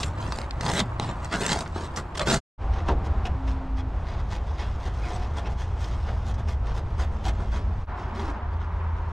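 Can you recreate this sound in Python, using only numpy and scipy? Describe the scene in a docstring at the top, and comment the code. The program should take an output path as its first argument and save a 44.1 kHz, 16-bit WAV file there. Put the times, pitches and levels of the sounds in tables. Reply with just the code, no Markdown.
"""From the start traffic rumbles and hums over an outdoor yard: shaped noise and sliding sines.
Beside the hands, a blade scrapes old paint off a fibreglass boat deck: click noise gated by strokes,
with cracks of flakes, brief singing and booming tones and stick-slip judder, all through resonances.
After a short silence, from behind the worker: softer scraping and a knock on the hollow hull, as ringing noise.
After a brief dip in level, from the stern: faint scraping, low booms and a differently coloured tyre wash."""
import sys
import numpy as np
from scipy import signal
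from scipy.fft import rfft, irfft, next_fast_len
from scipy.io import wavfile
from scipy.ndimage import uniform_filter1d

SR = 44100
rng = np.random.default_rng(int(sys.argv[2]) if len(sys.argv) > 2 else 0)


def bounce(signal):
    """Save signal as a 16-bit WAV file at the path given by the first command-line argument."""
    frames = np.transpose(np.atleast_2d(signal))
    limited = np.clip(frames, -1, 1)
    pcm = np.round(limited * 32767).astype(np.int16)
    wavfile.write(sys.argv[1], SR, pcm)


N = 402187
SIZE = next_fast_len(N, True)
TIME_S = np.arange(N) / SR
BIN_HZ = np.fft.rfftfreq(SIZE, 1 / SR)

# All levels are relative: each layer adds its own gain.
# Traffic rumble spectrum. Each row: frequency in Hz, density in dB per Hz.
RUMBLE_SPECTRUM_DB = [(8, -16.5), (14, -6.5), (28, -3), (40, -4), (48, 4), (55, 7), (63, 0.5), (72, 3.5),
                      (84, 3.5), (95, -6), (112, -6.5), (140, -15.5), (220, -25), (500, -82.5)]
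# Rumble level. Each row: time in seconds, level in dB.
RUMBLE_LEVEL_DB = [(0, -33.5), (2.1, -40), (2.25, -34.5), (2.65, -27), (3.2, -27), (3.7, -30), (5.3, -31),
                   (6.3, -28.5), (7.8, -28), (7.92, -35), (8.5, -32), (8.7, -33.5), (9.1, -34.5)]
# Tyre wash spectra at the three places. Each row: frequency in Hz, density in dB per Hz.
WASH_DECK_DB = [(88, -7.5), (150, -3), (198, -12.5), (363, -11), (424, -21.5), (495, -13), (642, -12),
                (737, -12.5), (955, -10), (1220, -13.5), (1370, -17.5), (9380, -58.5), (12200, -58.5),
                (20600, -120)]
WASH_SIDE_DB = [(88, -17.5), (150, -5), (300, -5.5), (400, -6), (520, -8), (720, -4.5), (1010, -5.5),
                (1750, -18), (3200, -28.5), (5700, -38.5), (8000, -46.5), (9400, -51), (11500, -86),
                (16000, -110)]
WASH_STERN_DB = [(88, -31), (150, -12.5), (175, -11.5), (235, -10), (285, -15.5), (350, -12), (389, -10.5),
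                 (478, -17), (559, -13.5), (818, -11), (907, -5.5), (1840, -21), (4500, -43.5), (9380, -66),
                 (12200, -93), (20600, -120)]
# Tyre wash level. Each row: time in seconds, level in dB.
WASH_LEVEL_DB = [(0, -38), (1.2, -39), (2.3, -39.5), (2.6, -38), (3.7, -41.5), (6, -42.5), (6.8, -42.5),
                 (7.83, -43), (7.9, -38), (8.5, -40), (9.1, -39)]
# Distant hums and whines. Each row: start and length in seconds, first and last pitch in Hz, level in dB.
HUM_ROWS = [(-.15, 0.59, 98, 104.3, -38), (0.501, 0.73, 121, 111.6, -36), (1.653, 0.4, 84.1, 84.8, -35.5),
            (2.551, 0.95, 773, 786, -49), (3.298, 0.65, 267.6, 261, -40), (5.018, 0.27, 716, 724, -43),
            (6.211, 0.4, 232.7, 222, -49), (6.945, 0.96, 216.8, 206.5, -46.5), (7.919, 0.11, 727, 721, -45),
            (8.409, 0.063, 720, 716, -47), (7.846, 0.61, 82.04, 80, -43), (8.421, 0.9, 80.44, 81.8, -30),
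            (8.5, 0.98, 167.5, 164.5, -49.5)]
# Pushes of the blade. Each row: start and length in seconds, level in dB, build-up from start to end in dB,
# extra top treble in dB, extra deck body in dB.
STROKE_ROWS = [(-.02,.11,-43.5,-15,5.5,5), (0.19,.26,-47.5,0,-2,1), (0.624,0.093,-35,4,-3.5,1.5),
               (0.724,0.052,-35.5,6,3,1.5), (0.751,0.06,-32.5,5,1,1), (0.803,.025,-52,-7.5,3,7.5),
               (1.009,0.11,-42.5,-2,-6,1.5), (1.221,0.05,-53,4,4,10), (1.324,0.045,-32,-6,-6.5,0),
               (1.37,0.024,-43,-6,3,5), (1.401,0.075,-34.5,-3,0,0), (1.463,0.067,-31.5,9,-0.5,-1),
               (1.533,0.099,-41,-5,2,4), (1.754,.12,-46,-5,-1.5,3.5), (1.968,0.036,-47,-3,10,10),
               (2.153,0.0066,-36,-2,-7,1.5), (2.176,0.0078,-37.5,-3,5,-1), (2.204,0.031,-38.5,-2,-2,2.5),
               (2.27,0.071,-28.5,6,1.5,1.5), (2.348,0.062,-37,-18,2,-3.5), (2.721,0.1,-51,0,-7,3),
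               (2.865,0.072,-47.5,-4,-6,4), (3.042,0.03,-50,8,1.5,-1), (3.252,0.026,-45,-4,1,-3),
               (3.469,0.074,-52.5,-6,0.5,-3), (3.769,0.043,-47,0,-7,-1.5), (4.05,0.12,-50,1,-10,-3),
               (4.166,0.047,-50.5,4,-8,4.5), (4.304,0.08,-45.5,-4,-1,0), (4.457,0.12,-55.5,-4,-5,1.5),
               (4.58,0.13,-46.5,-18,-7.5,-4), (4.695,0.082,-58,-3,1,-1), (4.78,0.11,-52.5,10,2,0),
               (4.93,0.087,-57,0,5,7), (5.003,0.2,-48,2,0.5,2), (5.187,0.081,-51.5,-6,-3,0),
               (5.36,0.039,-45,8,2,3), (5.458,0.025,-46,-3,-10,3.5), (5.49,0.053,-57,0,6,8),
               (5.586,0.069,-47.5,-8,1,1), (5.784,.13,-51.5,-6,3,-6), (6.048,0.054,-53,16,-23,6),
               (6.255,0.069,-49.5,-4,5,2), (6.388,.027,-50.5,-11,-2,5), (6.477,0.072,-49,-9,2.5,0.5),
               (6.651,.097,-50.5,-3,-5,2.5), (6.745,0.053,-49.5,3,4,4), (6.985,0.068,-46.5,-1.5,3.5,6),
               (7.108,.065,-62.5,0,7,12), (7.24,0.062,-41,4.5,3,-1.5), (7.396,.04,-63,-6,7,14),
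               (7.518,0.079,-45.5,-2,-3,2), (7.973,0.073,-52.5,-1,-3,8), (8.135,0.098,-48.5,9.5,-0.5,-1),
               (8.215,0.1,-53.5,7,4.5,4.5), (8.32,.08,-64,-6,-7,10), (8.52,0.033,-59,-4,-20,10),
               (8.606,0.046,-55,-2,-19,4)]
# Blade dragging lightly between strokes. Each row: time in seconds, level in dB.
DRAG_LEVEL_DB = [(0, -65), (1.7, -55.5), (2.4, -71), (3.8, -72), (4.5, -61), (6.1, -58), (6.6, -68.5),
                 (7.6, -60.5), (8.4, -70.5), (9.1, -62.5)]
# Blade's rasp before its resonances. Each row: frequency in Hz, density in dB per Hz.
RASP_SPECTRUM_DB = [(40, -15.5), (100, 2.5), (170, 8.5), (290, 0.5), (400, 2.5), (500, 0.5), (620, 0.5),
                    (900, 1), (1500, 0.5), (2400, -7), (4200, -7), (6200, -11.5), (9300, -18),
                    (10000, -25.5), (13000, -34), (15500, -51)]
# Resonances of deck and blade. Each row: frequency in Hz, width in Hz, lift in dB.
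MODE_ROWS = [(750, 89, 0.5), (804, 110, 0.5), (1250, 13, 1.5), (2000, 100, 2), (2700, 74, 4),
             (3840, 620, 1.5), (4400, 160, 3.5), (5060, 210, 1), (7300, 260, 6), (8060, 930, 6)]
# Shading by the worker's body. Each row: frequency in Hz, gain in dB.
SHADE_DB = [(150, -3.5), (250, 2), (400, 2), (800, 4), (1600, 0.5), (2400, 2.5), (3200, 3.5), (3900, 0.5),
            (4400, -1.5), (5700, 1), (8500, -5.5), (10500, -2), (13000, 0.5)]
# Deck's lowest drum modes. Each row: frequency in Hz, density in dB per Hz.
DRUM_SPECTRUM_DB = [(70, -37.5), (130, 0.5), (160, -7), (240, -0.5), (330, -32.5), (600, -81.5)]
# Short cracks: flakes snapping off, but only faint ticks of no given source at 3.254 and 8.528 seconds.
# Each row: time in seconds, level in dB, decay time in ms, pitch in Hz, extra bass in dB.
CRACK_ROWS = [(0.0312,-14.5,4.7,2730,-13.5), (.061,-33,2,8000,-13), (.178,-30,2.1,2000,-15),
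              (0.226,-39,1.5,3300,0), (.282,-42.5,3.8,950,22.5), (.322,-26,3.2,4550,1),
              (.36,-34,1.5,7800,-6), (0.374,-38,2,8000,-1), (.387,-20,1,4740,-3), (0.416,-27,.9,4580,3),
              (.509,-29,1.4,4400,-2), (.609,-27,4,4600,2.5), (0.6347,-28,2.5,2100,-2),
              (0.658,-35,1.9,4000,4), (.664,-24,3.4,3800,-3), (.68,-28,1.8,5000,0), (0.69,-23,3.4,4180,-4),
              (.699,-24.5,2.5,5300,4), (0.7157,-24.5,3.1,7040,3), (.736,-23.5,2.7,7500,1),
              (0.753,-31,2,3880,-3), (0.769,-28,3.6,3880,-9), (0.786,-28.5,1.8,4200,-7),
              (0.7926,-16.5,5.3,3770,-8.5), (0.8015,-17.5,4,3900,-5.5), (.806,-23,2.6,3300,7),
              (.858,-44,1.2,8000,-5), (.998,-20,1.3,4130,9.5), (1.246,-31.5,2.7,6960,-13),
              (1.359,-28,1.8,6500,0), (1.418,-30,2.2,4300,-10), (1.443,-30,2.5,7800,-9),
              (1.464,-15.5,1.9,7800,-4), (1.467,-24,1.6,7800,-6), (1.493,-23,3.5,3800,-10),
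              (1.5173,-19.5,6.1,3960,-5), (1.53,-22,5.9,7000,-2), (1.551,-32,1.8,4300,3),
              (1.58,-37,1.5,6000,-5), (1.59,-25,1.5,8500,-9), (1.607,-21.5,2.1,4550,-13),
              (1.66,-38,5.7,1930,9), (1.677,-34,1,8000,-10), (1.76,-42.5,6,940,20.5),
              (1.961,-31.5,8.2,6000,-8), (1.971,-32.5,13,6030,11), (2.174,-26.5,4.6,3760,1),
              (2.1949,-19,3.2,3420,-0.5), (2.209,-28,2.1,1900,9), (2.215,-24,3.6,3220,3.5),
              (2.2717,-27.5,4.7,3000,6.5), (2.289,-30,2.7,5200,4.5), (2.301,-22,2.5,3000,6),
              (2.3125,-20.5,2.4,2700,1.5), (2.331,-24.5,2.5,3950,0), (2.343,-19,4.5,7560,-5.5),
              (2.37,-28.5,1.4,3300,4), (2.736,-39.5,5.5,3000,-8), (2.787,-45,4,3500,1),
              (3.254,-32.5,5.9,2600,-1.5), (3.476,-36.5,5.6,3000,-9), (4.085,-48,5.1,4800,10),
              (4.597,-42,5.9,5000,-4), (4.859,-43,5.3,3800,2), (5.458,-39.5,5.4,2600,-4),
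              (5.843,-38,5.1,5000,-2), (6.341,-44.5,9.9,6000,-8), (8.195,-39,4.1,3520,5),
              (8.528,-50,4.4,1100,11)]
# Blade singing. Each row: middle and length in seconds, first and last pitch in Hz, level in dB.
SING_ROWS = [(.345,0.072,4700,4600,-48), (.782,0.061,4060,3670,-35), (1.5,.1,7270,8100,-41),
             (2.21,.065,3770,3150,-39), (2.332,.07,7200,7300,-35.5), (2.315,0.12,3600,4250,-37.5),
             (2.305,.085,4950,5440,-43), (2.305,0.12,1450,1342,-31.5), (2.305,0.091,847,978,-28.5),
             (4.1,0.062,4840,5000,-55.5), (5.15,0.056,7960,7960,-53), (5.469,.04,5300,5300,-55),
             (7.277,0.065,7760,7760,-53)]
# Deck booming as it is leant on and let go. Each row: middle and length in seconds, first and last pitch
# in Hz, level in dB.
BOOM_ROWS = [(.705,0.19,161.4,175.6,-26.5), (.82,.06,236,170,-26.5), (1.51,.06,177,167,-28.5),
             (2.235,0.087,160.5,89.7,-31), (2.36,0.082,193.3,141,-30), (5.17,0.2,190.7,168,-43),
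             (8.175,.15,237,210.5,-34), (8.205,0.15,389,373,-39), (8.28,0.19,311,285,-40),
             (8.37,.13,235,180,-41)]
# Blade juddering on hard pushes. Each row: middle and length in seconds, first and last rate in Hz, level in dB.
JUDDER_ROWS = [(0.777,.06,555,693,-50), (1.338,.061,1304,1420,-31), (2.216,.09,621.6,595,-28.5),
               (2.324,.13,621.4,699,-31.5), (3.26,.06,785,718,-41), (5.054,.13,2410,2260,-40.5),
               (5.46,.06,2600,2480,-43.5), (7.273,.062,779,827,-40.5)]
# Knock on the hull with its rebound. Each row: time in seconds, level in dB.
KNOCK_ROWS = [(2.884, -16.5), (2.889, -21), (2.911, -29)]
# Hull's ring. Each row: frequency in Hz, density in dB per Hz.
HULL_SPECTRUM_DB = [(60, 2.5), (150, -3.5), (350, 0), (520, -2.5), (850, 3.5), (1300, -7.5), (2100, -17.5),
                    (3000, -13.5), (5500, -22), (9000, -30), (14000, -59)]
# Hull's decay. 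Each row: frequency in Hz, time to fall 60 dB in seconds.
HULL_T60_S = [(150, 0.57), (800, 0.22), (2000, 0.12), (8000, 0.02)]
# Difference of diffuse sound between the microphones. Each row: frequency in Hz, side minus mid in dB.
DIFFUSE_SIDE_DB = [(60, -51), (100, -47), (180, -40.5), (320, -19.5), (550, -15), (970, -10), (1700, -10.5),
                   (2900, -5.5), (5100, -8.5), (8900, -7), (13000, -11)]
# Image closing to the centre, then opening. Each row: time in seconds, side gain in dB.
SIDE_GAIN_DB = [(0, 3.5), (2.4, 3), (2.6, -48), (5.7, -53), (5.9, -29.5), (7, -1.5), (7.7, 0.5), (9.1, 1)]
# Lag of direct sound at the left microphone, before the side gain. Each row: frequency in Hz, lag in rad.
LEFT_LAG_RAD = [(200, 0), (800, .1), (1600, 0.38), (3000, .4), (5500, .15), (9000, 0.0065)]

DECK_END_S, SIDE_START_S, STERN_START_S = 2.405, 2.578, 7.862  # changes of listening place
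DIP_FALL_S, DIP_RISE_S = 0.037, 0.031
EDGE_NEAR, EDGE_FAR = 3.04, 2.8  # steepness of stroke ends; reflections soften it from further off
CORE_NEAR, CORE_FAR = 0.95, 0.79  # share of a stroke held near full force
DRUM_S, DRUM_DB_PER_OCTAVE = 0.16, 5.5  # shorter pushes drum less
HUM_FADE_SHARE, HUM_WAVER_SHARE = 0.18, 0.003  # of length at each end; of pitch
LEFT_SHADE = 0.12  # left loss in proportion to its lag
BAND_LIMIT_HZ = 15500


def gain_of(db):
    """Decibels to gain."""
    return 10 ** (np.asarray(db) / 20)


def evened(x):
    """Scales to rms 1."""
    return x / np.sqrt(np.mean(x ** 2) + 1e-20)


def read(points, hz):
    """Reads a frequency table on a log-frequency axis."""
    table_hz, value = np.transpose(points)
    return np.interp(np.log(hz + 1), np.log(table_hz + 1), value)


def curve(rows):
    """Reads a time table at every sample."""
    return np.interp(TIME_S, *np.transpose(rows))


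def shaped(x, db):
    """Zero-phase filter from a dB value per bin."""
    return irfft(rfft(x, SIZE) * gain_of(db), SIZE)[:N]


def noise(points):
    """Noise of rms 1 with the given spectrum."""
    return evened(shaped(rng.standard_normal(N), read(points, BIN_HZ)))


def wander(rate_hz):
    """Smooth random signal of rms 1, mostly slower than the given rate."""
    spectrum = rfft(rng.standard_normal(SIZE)) * np.exp(-(BIN_HZ / rate_hz) ** 2)
    return evened(irfft(spectrum, SIZE)[:N])


def add(mix, s, sound):
    """Mixes a sound in at time s."""
    part = mix[round(s * SR):][:len(sound)]
    part += sound[:len(part)]


def ring(x, colour_db, size=4096):
    """Minimum-phase filter with response colour_db(hz): resonances ring after each click."""
    response_db = np.maximum(colour_db(abs(np.fft.fftfreq(size, 1 / SR))), -100)
    log_gain = np.log(gain_of(response_db))
    taps = np.fft.ifft(np.exp(np.conj(signal.hilbert(log_gain)))).real
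    return signal.oaconvolve(x, taps[:size // 2])[:N]


def hull_tail(size=16384):
    """Dense ring of the hull, of energy 1; the treble dies first."""
    hz, t_s, z = signal.stft(rng.standard_normal(size), SR, nperseg=256)
    decay_db = -60 * t_s / read(HULL_T60_S, hz)[:, None]
    tail = signal.istft(z * gain_of(decay_db), SR, nperseg=256)[1]
    return tail / np.linalg.norm(tail)


def traffic(rumble_db=2.5, flutter_db=1):
    """Low engine rumble under a tyre wash whose colour changes with the listening place."""
    rumble = noise(RUMBLE_SPECTRUM_DB)
    rumble /= np.sqrt(uniform_filter1d(rumble ** 2, size=11025))  # the engines pull steadily
    rumble *= gain_of(rumble_db + curve(RUMBLE_LEVEL_DB))
    places = [TIME_S < DECK_END_S, TIME_S < STERN_START_S]
    wash = np.select(places, [noise(WASH_DECK_DB), noise(WASH_SIDE_DB)], noise(WASH_STERN_DB))
    return rumble + wash * gain_of(curve(WASH_LEVEL_DB) + flutter_db * wander(rate_hz=4.8))


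def hums(flutter_db=-0.1):
    """Tones of far vehicles: sines that fade in, slide and waver in pitch, and fade out."""
    out, drift, flutter = np.zeros(N), wander(rate_hz=26.0), wander(rate_hz=11)
    for start_s, length_s, first_hz, last_hz, db in HUM_ROWS:
        end_s = start_s + length_s
        at = np.flatnonzero((TIME_S >= start_s) & (TIME_S < end_s))
        to_end_s = np.minimum(TIME_S[at] - start_s, end_s - TIME_S[at])
        fade = np.sin(np.pi / 2 * np.clip(to_end_s / (HUM_FADE_SHARE * length_s), 0, 1)) ** 2
        hz = np.linspace(first_hz, last_hz, len(at)) * (1 + HUM_WAVER_SHARE * drift[at])
        tone = np.sqrt(2) * np.sin(2 * np.pi * np.cumsum(hz) / SR)
        out[at] += gain_of(db + flutter_db * flutter[at]) * fade * tone
    return out


def stroke_force(fidget_db=2.5):
    """Force at the blade's edge and tip, in the deck and on its drum modes; strokes swell and ease off."""
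    drag = gain_of(curve(DRAG_LEVEL_DB) + fidget_db * wander(rate_hz=6.2))
    power = np.outer([1, 1, 1, 0], drag ** 2)
    for start_s, length_s, db, build_db, top_db, body_db in STROKE_ROWS:
        at = slice(max(int((start_s - length_s) * SR), 0), int((start_s + 2 * length_s) * SR))
        along = 2 * (TIME_S[at] - start_s) / length_s - 1  # -1 at the start, 1 at the end
        edge, core = (EDGE_NEAR, CORE_NEAR) if start_s < DECK_END_S else (EDGE_FAR, CORE_FAR)
        steep = edge * np.sqrt(length_s / 0.034)  # long strokes hold their force longer
        push = gain_of(db) / np.hypot(1, abs(along / core) ** steep)
        bite = push * gain_of(build_db * np.clip(along, -1, 1) / 2)
        drum_db = DRUM_DB_PER_OCTAVE * min(np.log2(length_s / DRUM_S), 0)
        forces = [bite, bite * gain_of(top_db), bite * gain_of(body_db), push * gain_of(drum_db)]
        power[:, at] += np.array(forces) ** 2
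    return np.sqrt(power)


def grains(per_s, spread_db):
    """Tiny fractures of the paint: random clicks, a few of them large."""
    size_db = spread_db * np.minimum(rng.exponential(1, N), 3)
    clicks = gain_of(size_db) * rng.choice([-1, 1], N)
    return evened(clicks * (rng.random(N) < per_s / SR))


def travelling(x, near_patchy_db=5.0, far_patchy_db=2.5):
    """The moving contact favours some deck modes and misses others; from further off this evens out."""
    z = signal.stft(x, nperseg=512, noverlap=384)[2]
    patches = uniform_filter1d(rng.standard_normal(z.shape), size=3, axis=0)
    patches = uniform_filter1d(patches, size=18, axis=1)
    frame_s = np.linspace(0, TIME_S[-1], z.shape[1])
    patchy_db = np.where(frame_s < DECK_END_S, near_patchy_db, far_patchy_db)
    lift = gain_of(patchy_db * np.minimum(evened(patches), 1))
    lift /= np.sqrt(np.mean(lift ** 2, axis=0))
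    return signal.istft(z * lift, nperseg=512, noverlap=384)[1][:N]


def rubbing(edge_force, tip_force, deck_force, split_hz=1700, top_hz=5500):
    """Stick-slip chatter bunches the fractures; the blade gives the treble and the deck the body."""
    chatter = evened(gain_of(2.4 * np.clip(wander(rate_hz=280), -1.7, 1.7)))
    fractures = grains(per_s=9000, spread_db=3)
    edge, tip, deck = np.array([edge_force, tip_force, deck_force]) * chatter * fractures
    body = shaped(deck - edge, -20 * np.log10(1 + (BIN_HZ / split_hz) ** 4))
    fizz = shaped(tip - edge, -20 * np.log10(1 + (top_hz / (BIN_HZ + 1)) ** 4))
    return travelling(edge + body + fizz)


def rasp_colour(hz, lift=1):
    """Broad rasp lifted at each resonance of deck and blade."""
    peaks_db = sum(db / (1 + (2 * (hz - f) / width) ** 2) for f, width, db in MODE_ROWS)
    return read(RASP_SPECTRUM_DB, hz) + lift * peaks_db


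def drumming(push, level_db=3):
    """Long pushes set the deck drumming, which carries only to the place beside the hands."""
    return gain_of(level_db) * push * (TIME_S < DECK_END_S) * noise(DRUM_SPECTRUM_DB)


def scraping(level_db=11.0, near_tail_db=-13, far_tail_db=-7, far_lift=0.57):
    """Strokes and cracks sound through the deck; further off, resonances blur and the hull is heard more."""
    edge, tip, deck, push = stroke_force()
    jolts, bursts = stick_slip()
    drive = gain_of(level_db) * (bursts * rubbing(edge, tip, deck) + jolts + cracking())
    near = ring(drive * (TIME_S < DECK_END_S), rasp_colour)
    far = ring(drive * (TIME_S >= DECK_END_S), lambda hz: rasp_colour(hz, far_lift) + read(SHADE_DB, hz))
    tail_feed = gain_of(near_tail_db) * near + gain_of(far_tail_db) * far
    tail = signal.oaconvolve(tail_feed, hull_tail())[:N]
    return near + far + tail + ringing() + drumming(push)


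def cracking(level_db=-3, lift_db=6.5, octaves=0.35, reach=2.1, rise_ms=0.088, split_hz=1700,
             air_db=6, air_hz=10000, size=4096):
    """Noise bursts that start at once and die in a few milliseconds around a pitch, as a flake snapping does."""
    out, age_ms = np.zeros(N), np.arange(size) / SR * 10 ** 3
    for s, db, decay_ms, pitch_hz, bass_db in CRACK_ROWS:
        swell = 1 - np.exp(-age_ms / rise_ms)
        crack = rng.choice([-1, 1], size) * np.exp(-age_ms / decay_ms) * swell

        def colour_db(hz):
            """Bass shelf, peak at the pitch and air, with a roll-off above the pitch."""
            bass = bass_db / (1 + (hz / split_hz) ** 2)
            peak = lift_db * np.exp(-(np.log2((hz + 1) / pitch_hz) / octaves) ** 2)
            air = air_db / (1 + (air_hz / (hz + 1)) ** 10)
            return bass + peak + air - 10 * np.log10(1 + (hz / (reach * pitch_hz)) ** 6)

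        add(out, s, gain_of(db + level_db) * ring(crack, colour_db))
    return out


def partial(length_s, first_hz, last_hz, width_hz):
    """A rough, narrow tone that swells, slides and fades: low-passed noise on a sliding carrier."""
    count = int(length_s * SR)
    low_pass = signal.butter(2, width_hz / 2, fs=SR)
    feed = signal.lfilter(*low_pass, rng.standard_normal((2, SR)))[:, -count:]
    phase = 2 * np.pi * np.cumsum(np.linspace(first_hz, last_hz, count)) / SR
    return evened(feed[0] * np.cos(phase) + feed[1] * np.sin(phase)) * np.hanning(count)


def ringing(level_db=-1, sing_width_hz=170, boom_width_hz=35):
    """The blade sings briefly, its pitch sliding as it flexes, or the deck booms at a mode of its own."""
    out = np.zeros(N)
    for rows, width_hz in (SING_ROWS, sing_width_hz), (BOOM_ROWS, boom_width_hz):
        for middle_s, length_s, first_hz, last_hz, db in rows:
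            tone = partial(length_s, first_hz, last_hz, width_hz)
            add(out, middle_s - length_s / 2, gain_of(db + level_db) * tone)
    return out


def stick_slip(level_db=-12, jitter=0.06, slip_share=0.38, soft_hz=900, burst_share=0.65):
    """At a near-steady rate, each slip jolts the deck and tears off a burst of paint."""
    jolts, bursts, unsteady = np.zeros(N), np.ones(N), wander(rate_hz=240)
    low_pass = signal.butter(1, soft_hz, fs=SR)
    for middle_s, length_s, first_hz, last_hz, db in JUDDER_ROWS:
        at = np.flatnonzero(abs(TIME_S - middle_s) < length_s / 2)
        rate_hz = np.linspace(first_hz, last_hz, len(at)) * (1 + jitter * unsteady[at])
        turns = np.cumsum(rate_hz) / SR
        slip, swell = np.exp(-(turns % 1) / slip_share), np.hanning(len(at))
        jolt = evened(signal.lfilter(*low_pass, slip - slip.mean()))
        jolts[at] += gain_of(db + level_db) * swell * jolt
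        bursts[at] *= np.sqrt(1 + burst_share * swell * (evened(slip) ** 2 - 1))
    return jolts, bursts


def knock(level_db=-6, rise_ms=1.4, size=512):
    """A few quick, soft blows set the hollow hull ringing."""
    out = np.zeros(N)
    for s, db in KNOCK_ROWS:
        blow = ring(hull_tail(), lambda hz: read(HULL_SPECTRUM_DB, hz))
        swell = 1 - np.exp(-TIME_S[:len(blow)] * 10 ** 3 / rise_ms)
        add(out, s, gain_of(db + level_db) * swell * blow / np.std(blow[:size]))
    return out


def scene(diffuse_db=0.0, work_diffuse_db=-7):
    """Two close microphones: alike in the bass, lag and shifting phase above; work less diffuse than traffic."""
    work, around = scraping() + knock(), traffic() + hums()
    mid = work + around
    lag = (1 - 1j * LEFT_SHADE) * read(LEFT_LAG_RAD, BIN_HZ) / 2
    direct = irfft(-1j * rfft(mid, SIZE) * lag, SIZE)[:N]
    scattered = -1j * rfft(around + gain_of(work_diffuse_db) * work, SIZE)
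    diffuse = irfft(scattered * gain_of(diffuse_db + read(DIFFUSE_SIDE_DB, BIN_HZ)), SIZE)[:N]
    diffuse *= wander(rate_hz=79)
    side = (direct + diffuse) * gain_of(curve(SIDE_GAIN_DB))
    return np.array([mid + side, mid - side])


def record(dry):
    """A short silence and a brief dip part the three listening places; then the band limit."""
    first = np.clip((DECK_END_S - TIME_S) / 0.033, 0, 1) ** 1.5
    later = np.clip((TIME_S - SIDE_START_S) / 0.045, 0, 1)
    fall, rise = (STERN_START_S - TIME_S) / DIP_FALL_S, (TIME_S - STERN_START_S) / DIP_RISE_S
    dip = np.clip(np.maximum(fall, rise), 0.1, 1)
    soft_ends = signal.windows.tukey(N, 0.0005)
    low_pass = signal.firwin(511, BAND_LIMIT_HZ, window=("kaiser", 9), fs=SR)
    return signal.oaconvolve(dry * (first + later * dip) * soft_ends, low_pass[None], "same")


dry = scene()
out = record(dry)
bounce(out)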